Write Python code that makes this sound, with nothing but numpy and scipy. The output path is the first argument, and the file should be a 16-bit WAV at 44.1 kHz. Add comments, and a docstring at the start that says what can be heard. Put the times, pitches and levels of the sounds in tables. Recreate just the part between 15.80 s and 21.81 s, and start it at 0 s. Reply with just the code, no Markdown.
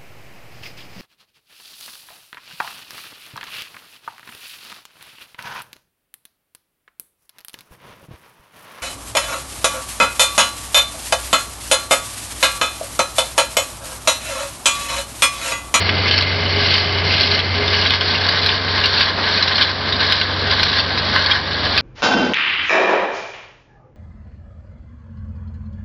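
"""A trommel screen sieves broken brick and concrete outdoors. At first the listener stands at the drum's
mouth, where the engine drones and the turning drum lifts rubble that slides back in surges: stones click
together and excite the modes of the steel shell. Near 2 s the listener walks round to the side and the
timbre shifts; then heavy blocks thump the frame three times as the drone grows fainter. Throughout, a
narrow-band recorder's gain control ducks the drone under each slide, and the hardest knocks overload it."""
import sys
import numpy as np
from scipy import signal
from scipy.fft import rfft, irfft
from scipy.io import wavfile

SR = 44100
rng = np.random.default_rng(int(sys.argv[2]) if len(sys.argv) > 2 else 0)


def dump(signal):
    """Clip the signal to [-1, 1] and save it as 16-bit WAV at the path in sys.argv[1]."""
    limited = np.clip(np.atleast_2d(signal).T, -1, 1)
    pcm = np.round(limited * 32767).astype(np.int16)
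    wavfile.write(sys.argv[1], SR, pcm)


N = 265041
TIME = np.arange(N) / SR

# the listener's path: (time [s], share of the way from mouth to side [0-1])
WALK_PATH = [(0, 0.09), (1.7, 0.13), (2.5, 0.85), (3.8, 1), (6.01, 1)]
# rumble spectrum: (frequency [Hz], relative density at the mouth [dB], at the side [dB])
RUMBLE_SPECTRUM = [(20, -15, -9), (40, -10, -16.5), (60, -6, -4.5), (108, 1.5, -5.5), (169, 0, 1),
                   (257, 0.5, 0), (360, -1.3, -3.5), (480, -0.8, -1.3), (596, -1, -.5), (800, -3, -3),
                   (1200, -5.5, -3), (2500, -7, -10.5), (4720, -12.5, -6), (5980, -40.5, -37)]
# drone along the walk: (time [s], engine level [dB], drum drive level [dB], pump level [dB])
DRONE_LEVELS = [(0, -20, -33, -32.5), (1.2, -20.5, -34, -27.5), (1.9, -21, -32.5, -28.5),
                (2.5, -24, -35.5, -34), (3.7, -28, -36.5, -37), (4.7, -25, -31, -37.7),
                (6, -28.5, -33, -42.5)]
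# machine speeds: (time [s], engine firing rate [Hz], hydraulic pump frequency [Hz])
SHAFT_SPEEDS = [(0, 92.35, 417.4), (1.2, 91.4, 407.6), (2.1, 91.3, 415), (2.6, 93.2, 417.3),
                (4.8, 92.4, 414.4), (5.2, 92.4, 411.3), (6.01, 91.5, 410)]
# engine partials: (order [multiple of the firing rate], relative level [dB])
ENGINE_ORDERS = [(.25, -37), (.5, -35.5), (1, 2.5), (1.75, -19.5), (2, -25.5), (2.25, -22), (2.5, -22.5),
                 (3, -28)]
# drum drive harmonics: (order [multiple of DRIVE_HZ], relative level [dB])
DRIVE_ORDERS = [(1, 0), (2, -5), (3, -11)]
# heavy blocks striking the frame: (time [s], level [dB])
FRAME_THUDS = [(2.33, -24), (3.374, -16), (5.33, -23.5)]
# steel shell modes: (frequency [Hz], t60 [s], relative level at the mouth [dB], at the side [dB])
SHELL_MODES = [(657, 0.034, -7, -13.5), (925, 0.037, -21, -10.5), (1055, 0.056, -14, -5),
               (1165, 0.025, -5.5, -6.5), (1438, 0.035, -19, -7.5), (1545, 0.069, -8, -3),
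               (1664, 0.029, 0, 1), (1890, 0.033, -6.5, -4.5), (2082, 0.054, 3, -5), (2192, 0.016, 0, -8.5),
               (2430, 0.012, -11, -23.5), (2974, 0.054, -1, -9)]
# large lumps landing: (time [s], relative clack level [dB], lump frequency [Hz],
# relative level of the blow on the shell [dB], chatter duration [s])
LUMP_LANDINGS = [(0.0922, 10, 3460, 15, 0.006), (0.281, 9.0, 4570, 4, 0.0097),
                 (0.3107, 15.5, 4360, 8.5, 0.006), (0.3394, 6.5, 3070, 6, 0.0047),
                 (0.378, 15.5, 4490, 0, 0.0028), (0.4237, 11, 4200, 1.5, 0.003),
                 (0.659, 7, 3180, 3.5, 0.008), (0.8624, 4, 4100, 9.5, 0.015), (0.9413, 11, 2920, 0, 0.0062),
                 (0.98, 9, 3040, 12.5, 0.0063), (1.4082, 14, 4300, 4, 0.004), (1.4326, 12, 4260, 7, 0.0041),
                 (1.516, 10.5, 4100, 6, 0.008), (1.5904, 12.5, 4090, 10, 0.017),
                 (1.879, 10, 5000, 4, 0.0058), (1.9634, 2.5, 4500, 1.5, 0.012),
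                 (2.0605, 13.5, 3280, 10, 0.006), (2.106, 16, 3300, 6, 0.0044),
                 (2.137, 13.5, 3140, 10, 0.004), (2.21, 12, 3460, 1, 0.0067),
                 (2.3444, 11.5, 3040, 9, 0.015), (2.4877, 15.5, 4110, 6.5, 0.0035),
                 (2.6314, 6.5, 4000, 1, 0.0028), (2.662, 15, 4120, 0.5, 0.0026),
                 (2.688, 13, 3450, -3, 0.0087), (2.715, 9, 4320, -1, 0.0049), (2.879, 4, 4050, 4.5, 0.0084),
                 (3.038, 14, 3540, -1, 0.012), (3.0564, 12.0, 4290, -3, 0.0045),
                 (3.1524, 6, 4470, 0, 0.013), (3.173, 13, 3730, 0.5, 0.013), (3.208, 17, 4580, 14, 0.011),
                 (3.44, 5, 3980, 8, 0.003), (3.576, 9.5, 4440, 4, 0.004), (3.6246, 16, 4050, 6, 0.006),
                 (3.6775, 14, 4140, 6, 0.0065), (3.7554, 11.5, 4400, 1, 0.0063),
                 (3.7803, 14, 4130, 5, 0.006), (3.8114, 20, 3590, 14, 0.026), (4.124, 11, 3750, 6.5, 0.005),
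                 (4.2048, 8, 3850, -1, 0.011), (4.3226, 17.5, 3900, 10, 0.0044),
                 (4.4136, 13, 3810, 9.5, 0.005), (4.797, 11.5, 3980, 5, 0.0053),
                 (4.8314, 14.5, 4180, 13.5, 0.003), (4.8838, 10.5, 3120, -8, 0.012),
                 (4.9297, 8.5, 3780, 9.5, 0.0089), (4.9886, 16, 4480, 9.5, 0.015),
                 (5.176, 10.5, 4050, 7, 0.018), (5.3624, 5, 3420, 17, 0.0093),
                 (5.4605, 13.5, 3840, 1, 0.003), (5.5116, 18.5, 3290, 0, 0.012),
                 (5.55, 6.5, 4010, 11, 0.0049), (5.976, 15.0, 3850, 10, 0.0084)]
# colour of the clatter: (frequency [Hz], relative gain at the mouth [dB], at the side [dB])
CLATTER_SPECTRUM = [(300, -20, -25.5), (900, -23, -12.5), (1800, -14.5, -4), (2700, -3, -8),
                    (3090, -1.5, -2.5), (3600, -5, 1.5), (4220, 1, 3), (4500, 1, 0), (5010, -3, -3),
                    (5600, -12, -11.5), (6600, -15.5, -16.5)]
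# slides of the load, about 0.57 s apart: (start [s], duration [s], clatter level [dB], steel level [dB])
LOAD_SLIDES = [(0.206, 0.21, -14.5, -18.8), (0.704, 0.3, -13.6, -19), (1.203, 0.35, -14, -21.5),
               (1.799, 0.346, -16.5, -20), (2.195, 0.552, -17, -21), (2.864, 0.43, -17, -19.5),
               (3.345, 0.54, -17, -20), (4.086, 0.342, -18, -22.5), (4.63, 0.361, -17, -22),
               (5.25, 0.31, -17.5, -18), (5.8, .33, -20, -29)]

DRIVE_HZ = 70.1
RUMBLE_DB = (-19.8, -22)  # mouth, side
ROLLING_CLATTER_DB, ROLLING_STEEL_DB = (-19.5, -22), (-21, -24)  # mouth, side
THUD_BAND_HZ, THUD_ATTACK_S, THUD_T60_S = (200, 1600), 0.0045, .45
SLIDE_BUILD_S, CLATTER_SETTLE_S, STEEL_SETTLE_S = .17, .045, 0.075
AGC_THRESHOLD_DB, AGC_RATIO = -19.5, 2.19
AGC_ATTACK_S, AGC_GLIDE_S, AGC_RECOVERY_DB_PER_S = 0.028, 0.035, 27.5
MIC_EDGE_HZ, OUTPUT_EDGE_HZ = 5920, 15800


def gain_of(db):
    """The decibel scale: 20 dB is a factor of ten in amplitude."""
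    return 10 ** (np.asarray(db) / 20)


def unit_rms(x):
    """Normalisation to unit mean power."""
    return x / np.sqrt(np.mean(x ** 2) + 1e-20)


def curves(rows):
    """Linear interpolation of each column of a time table at every sample."""
    times, *columns = np.transpose(rows)
    return [np.interp(TIME, times, column) for column in columns]


def wander(rate_hz):
    """Random modulation: noise of unit rms, low-passed at the given rate."""
    f = np.fft.rfftfreq(N, 1 / SR)
    return unit_rms(irfft(rfft(rng.standard_normal(N)) / (1 + (f / rate_hz) ** 4), N))


def add(mix, start_s, sound):
    """Superposition of a sound on the mix from a given time."""
    part = mix[max(round(start_s * SR), 0):][:len(sound)]
    part += sound[:len(part)]


def walked(mouth, side):
    """Directivity: the sound at the mouth crossfades to that at the side along the walk."""
    share = np.clip(curves(WALK_PATH)[0], 0, 1)
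    return (1 - share) * mouth + share * side


def coloured(x, spectrum):
    """Spectral shaping: mouth and side filters give signals of equal power, blended along the walk."""
    hz, *views_db = np.transpose(spectrum)
    log_f = np.log(np.fft.rfftfreq(N, 1 / SR) + 1)
    responses = [gain_of(np.interp(log_f, np.log(hz), db)) for db in views_db]
    return walked(*[unit_rms(irfft(rfft(x) * response, N)) for response in responses])


def rumble():
    """Broadband noise: fan, belts and shaking frame make a slightly uneven roar."""
    roar = coloured(rng.standard_normal(N), RUMBLE_SPECTRUM)
    return roar * gain_of(walked(*RUMBLE_DB) + .5 * wander(6.9))


def hum(hz, orders, shake):
    """Shaft orders: partials at fixed multiples of one rate, each fluctuating in amplitude."""
    turns = np.cumsum(hz) / SR
    sound = np.zeros(N)
    for order, db in orders:
        amplitude = gain_of(db) * (1 + shake * wander(11))
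        sound += amplitude * np.sin(2 * np.pi * (order * turns + rng.random()))
    return unit_rms(sound)


def machine():
    """Periodic forcing: engine and drum drive beat together under the hydraulic pump's whine."""
    engine_db, drive_db, pump_db = curves(DRONE_LEVELS)
    firing_hz, pump_hz = curves(SHAFT_SPEEDS)
    engine = gain_of(engine_db) * hum(firing_hz, ENGINE_ORDERS, shake=0.1)
    drive = gain_of(drive_db) * hum(DRIVE_HZ * (1 + 0.0043 * wander(2.6)), DRIVE_ORDERS, shake=0.1)
    pump = gain_of(pump_db) * hum(pump_hz * (1 + 0.0027 * wander(13.0)), [(1, 0)], shake=0.38)
    return engine + drive + pump


def thuds():
    """Modal overlap: a heavy block excites so many low frame modes that they decay as a band of noise."""
    t = np.arange(SR // 2) / SR
    band = signal.butter(2, THUD_BAND_HZ, "bandpass", fs=SR, output="sos")
    envelope = np.minimum(t / THUD_ATTACK_S, 1) * gain_of(-60 * t / THUD_T60_S)
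    sound = np.zeros(N)
    for start_s, db in FRAME_THUDS:
        vibration = unit_rms(signal.sosfilt(band, rng.standard_normal(len(t))))
        add(sound, start_s, gain_of(db) * envelope * vibration)
    return sound


def shell(blows, panels=4):
    """Modal resonance: each blow rings one of the drum's steel panels, all tuned slightly apart."""
    t = np.arange(4000) / SR
    hz, t60, mouth_db, side_db = np.transpose(SHELL_MODES)[:, :, None]
    struck_panel = rng.integers(0, panels, N)
    sound = np.zeros(N)
    for panel, detune in enumerate(np.linspace(-0.005, 0.005, panels)):
        modes = np.sin(2 * np.pi * (hz * (1 + detune) * t + rng.random(hz.shape)))
        modes *= gain_of(-60 * t / t60) / np.sqrt(t60)  # equal energy before weighting
        rings = [(gain_of(db) * modes).sum(0) for db in (mouth_db, side_db)]
        force = blows * (struck_panel == panel)
        sound += walked(*[signal.oaconvolve(force, ring / np.linalg.norm(ring))[:N] for ring in rings])
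    return sound


def in_drum(x, wet_db, t60):
    """Reverberation: sparse, quick reflections in the drum, different for each landing place."""
    t = np.arange(6000) / SR
    arrivals = (rng.random(len(t)) < .08) * (t > .0015)
    taps = rng.standard_normal(len(t)) * arrivals * gain_of(-60 * t / t60)
    taps *= gain_of(wet_db) / np.linalg.norm(taps)
    taps[0] = 1  # direct sound
    return signal.fftconvolve(x, taps)


def stone(hz, t60, crack_db, overtone_db):
    """Impulse response of a stone: a brief crack and five damped, inharmonic modes."""
    t = np.arange(3000) / SR
    other_hz = hz * rng.uniform(0.707, 1.35, (4, 1))
    other_modes = np.sin(2 * np.pi * other_hz * t).sum(0)
    ring = np.sin(2 * np.pi * hz * t) + gain_of(overtone_db) * other_modes
    crack = rng.standard_normal(len(t)) * np.exp(-t / 0.0013)
    return ring * gain_of(-60 * t / t60) + gain_of(crack_db) * crack


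def chatter(length_s, per_s):
    """Repeated contact: a rough lump lands hard, then rattles briefly on its corners."""
    t = np.arange(1500) / SR
    contacts = 0.48 * rng.standard_normal(len(t)) * (rng.random(len(t)) < per_s / SR)
    contacts *= np.exp(-(t / length_s) ** 4)
    contacts[0] = 1
    return contacts


def lumps():
    """Impact excites both bodies: each large lump clacks and sets the shell ringing."""
    clacks, blows = np.zeros(N), np.zeros(N)
    stone_band = signal.butter(5, [2300, 4950], "bandpass", fs=SR, output="sos")
    for start_s, clack_db, hz, blow_db, chatter_s in LUMP_LANDINGS:
        response = stone(hz, t60=0.013, crack_db=8.5, overtone_db=-7)
        rattle = signal.fftconvolve(response, chatter(chatter_s, per_s=2000))
        clack = signal.sosfilt(stone_band, in_drum(rattle, wet_db=-1.5, t60=0.089))
        add(clacks, start_s, gain_of(clack_db) * clack / np.linalg.norm(clack))
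        add(blows, start_s, gain_of([blow_db]))
    return gain_of(3.0) * clacks + gain_of(0.5) * shell(blows)


def impacts(per_s, spread_db):
    """A Poisson process: independent collisions, many small and a few large."""
    size = gain_of(spread_db * np.minimum(rng.exponential(1, N), 4))
    return size * rng.choice([-1, 1], N) * (rng.random(N) < per_s / SR)


def sliding():
    """Incoherent sources add in power: clatter and steel envelopes of slides over steady rolling."""
    clatter_power = gain_of(walked(*ROLLING_CLATTER_DB)) ** 2
    steel_power = gain_of(walked(*ROLLING_STEEL_DB)) ** 2
    for start_s, length_s, clatter_db, steel_db in LOAD_SLIDES:
        flow = np.clip((TIME - start_s) / SLIDE_BUILD_S, 0, 1)
        since_end = TIME - start_s - length_s
        clatter_power += (gain_of(clatter_db) * flow * np.clip(1 - since_end / CLATTER_SETTLE_S, 0, 1)) ** 2
        steel_power += (gain_of(steel_db) * flow * np.clip(1 - since_end / STEEL_SETTLE_S, 0, 1)) ** 2
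    return np.sqrt(clatter_power), np.sqrt(steel_power)


def rubble(sizes=40):
    """Granular flow: stones of many sizes tumble in clumps, striking each other and the shell."""
    clatter_gain, steel_gain = sliding()
    clumps = wander(16)
    clicks = np.zeros(N)
    for hz in np.linspace(2000, 5600, sizes):
        response = stone(hz, t60=0.013, crack_db=4, overtone_db=-7.5)
        click = in_drum(response, wet_db=-2.5, t60=0.052)
        clicks += signal.oaconvolve(impacts(per_s=38, spread_db=2.5), click / np.linalg.norm(click))[:N]
    clatter = clatter_gain * coloured(clicks, CLATTER_SPECTRUM)
    steel = steel_gain * unit_rms(shell(impacts(per_s=2000, spread_db=1.5)))
    return clatter * gain_of(0.99 * clumps) + steel * gain_of(1.6 * clumps)


def scene():
    """Superposition of the machine and its load in one channel."""
    return (rumble() + machine() + thuds() + lumps() + rubble())[None]


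def smoothed(x, seconds):
    """Exponential averaging with the given time constant, starting from the overall mean."""
    keep = np.exp(-1 / (seconds * SR))
    return x.mean() + signal.lfilter([1 - keep], [1, -keep], x - x.mean())


def gain_control(x):
    """Dynamic compression: the gain falls while the rubble is loud and recovers in each lull."""
    level_db = 10 * np.log10(smoothed(x[0] ** 2, AGC_ATTACK_S) + 1e-12)
    recovery_db = AGC_RECOVERY_DB_PER_S * TIME
    held_db = np.maximum.accumulate(level_db + recovery_db) - recovery_db  # decaying peak hold
    cut_db = np.maximum(held_db - AGC_THRESHOLD_DB, 0) * (1 - 1 / AGC_RATIO)
    return x * gain_of(-smoothed(cut_db, AGC_GLIDE_S))


def low_pass(x, hz, taps):
    """Band limiting by a steep, linear-phase filter."""
    kernel = signal.firwin(taps, hz, window=("kaiser", 9), fs=SR)
    return signal.oaconvolve(x, kernel[None], "same")


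def record(dry):
    """Saturation: after gain control, the hardest knocks clip before and after a narrow-band filter."""
    overloaded = np.clip(gain_control(dry), -.66, .66)
    narrow = low_pass(overloaded, MIC_EDGE_HZ, taps=201)
    clipped = np.clip(narrow, -.71, .71)
    return low_pass(clipped, OUTPUT_EDGE_HZ, taps=511)


dry = scene()
out = record(dry)
dump(out)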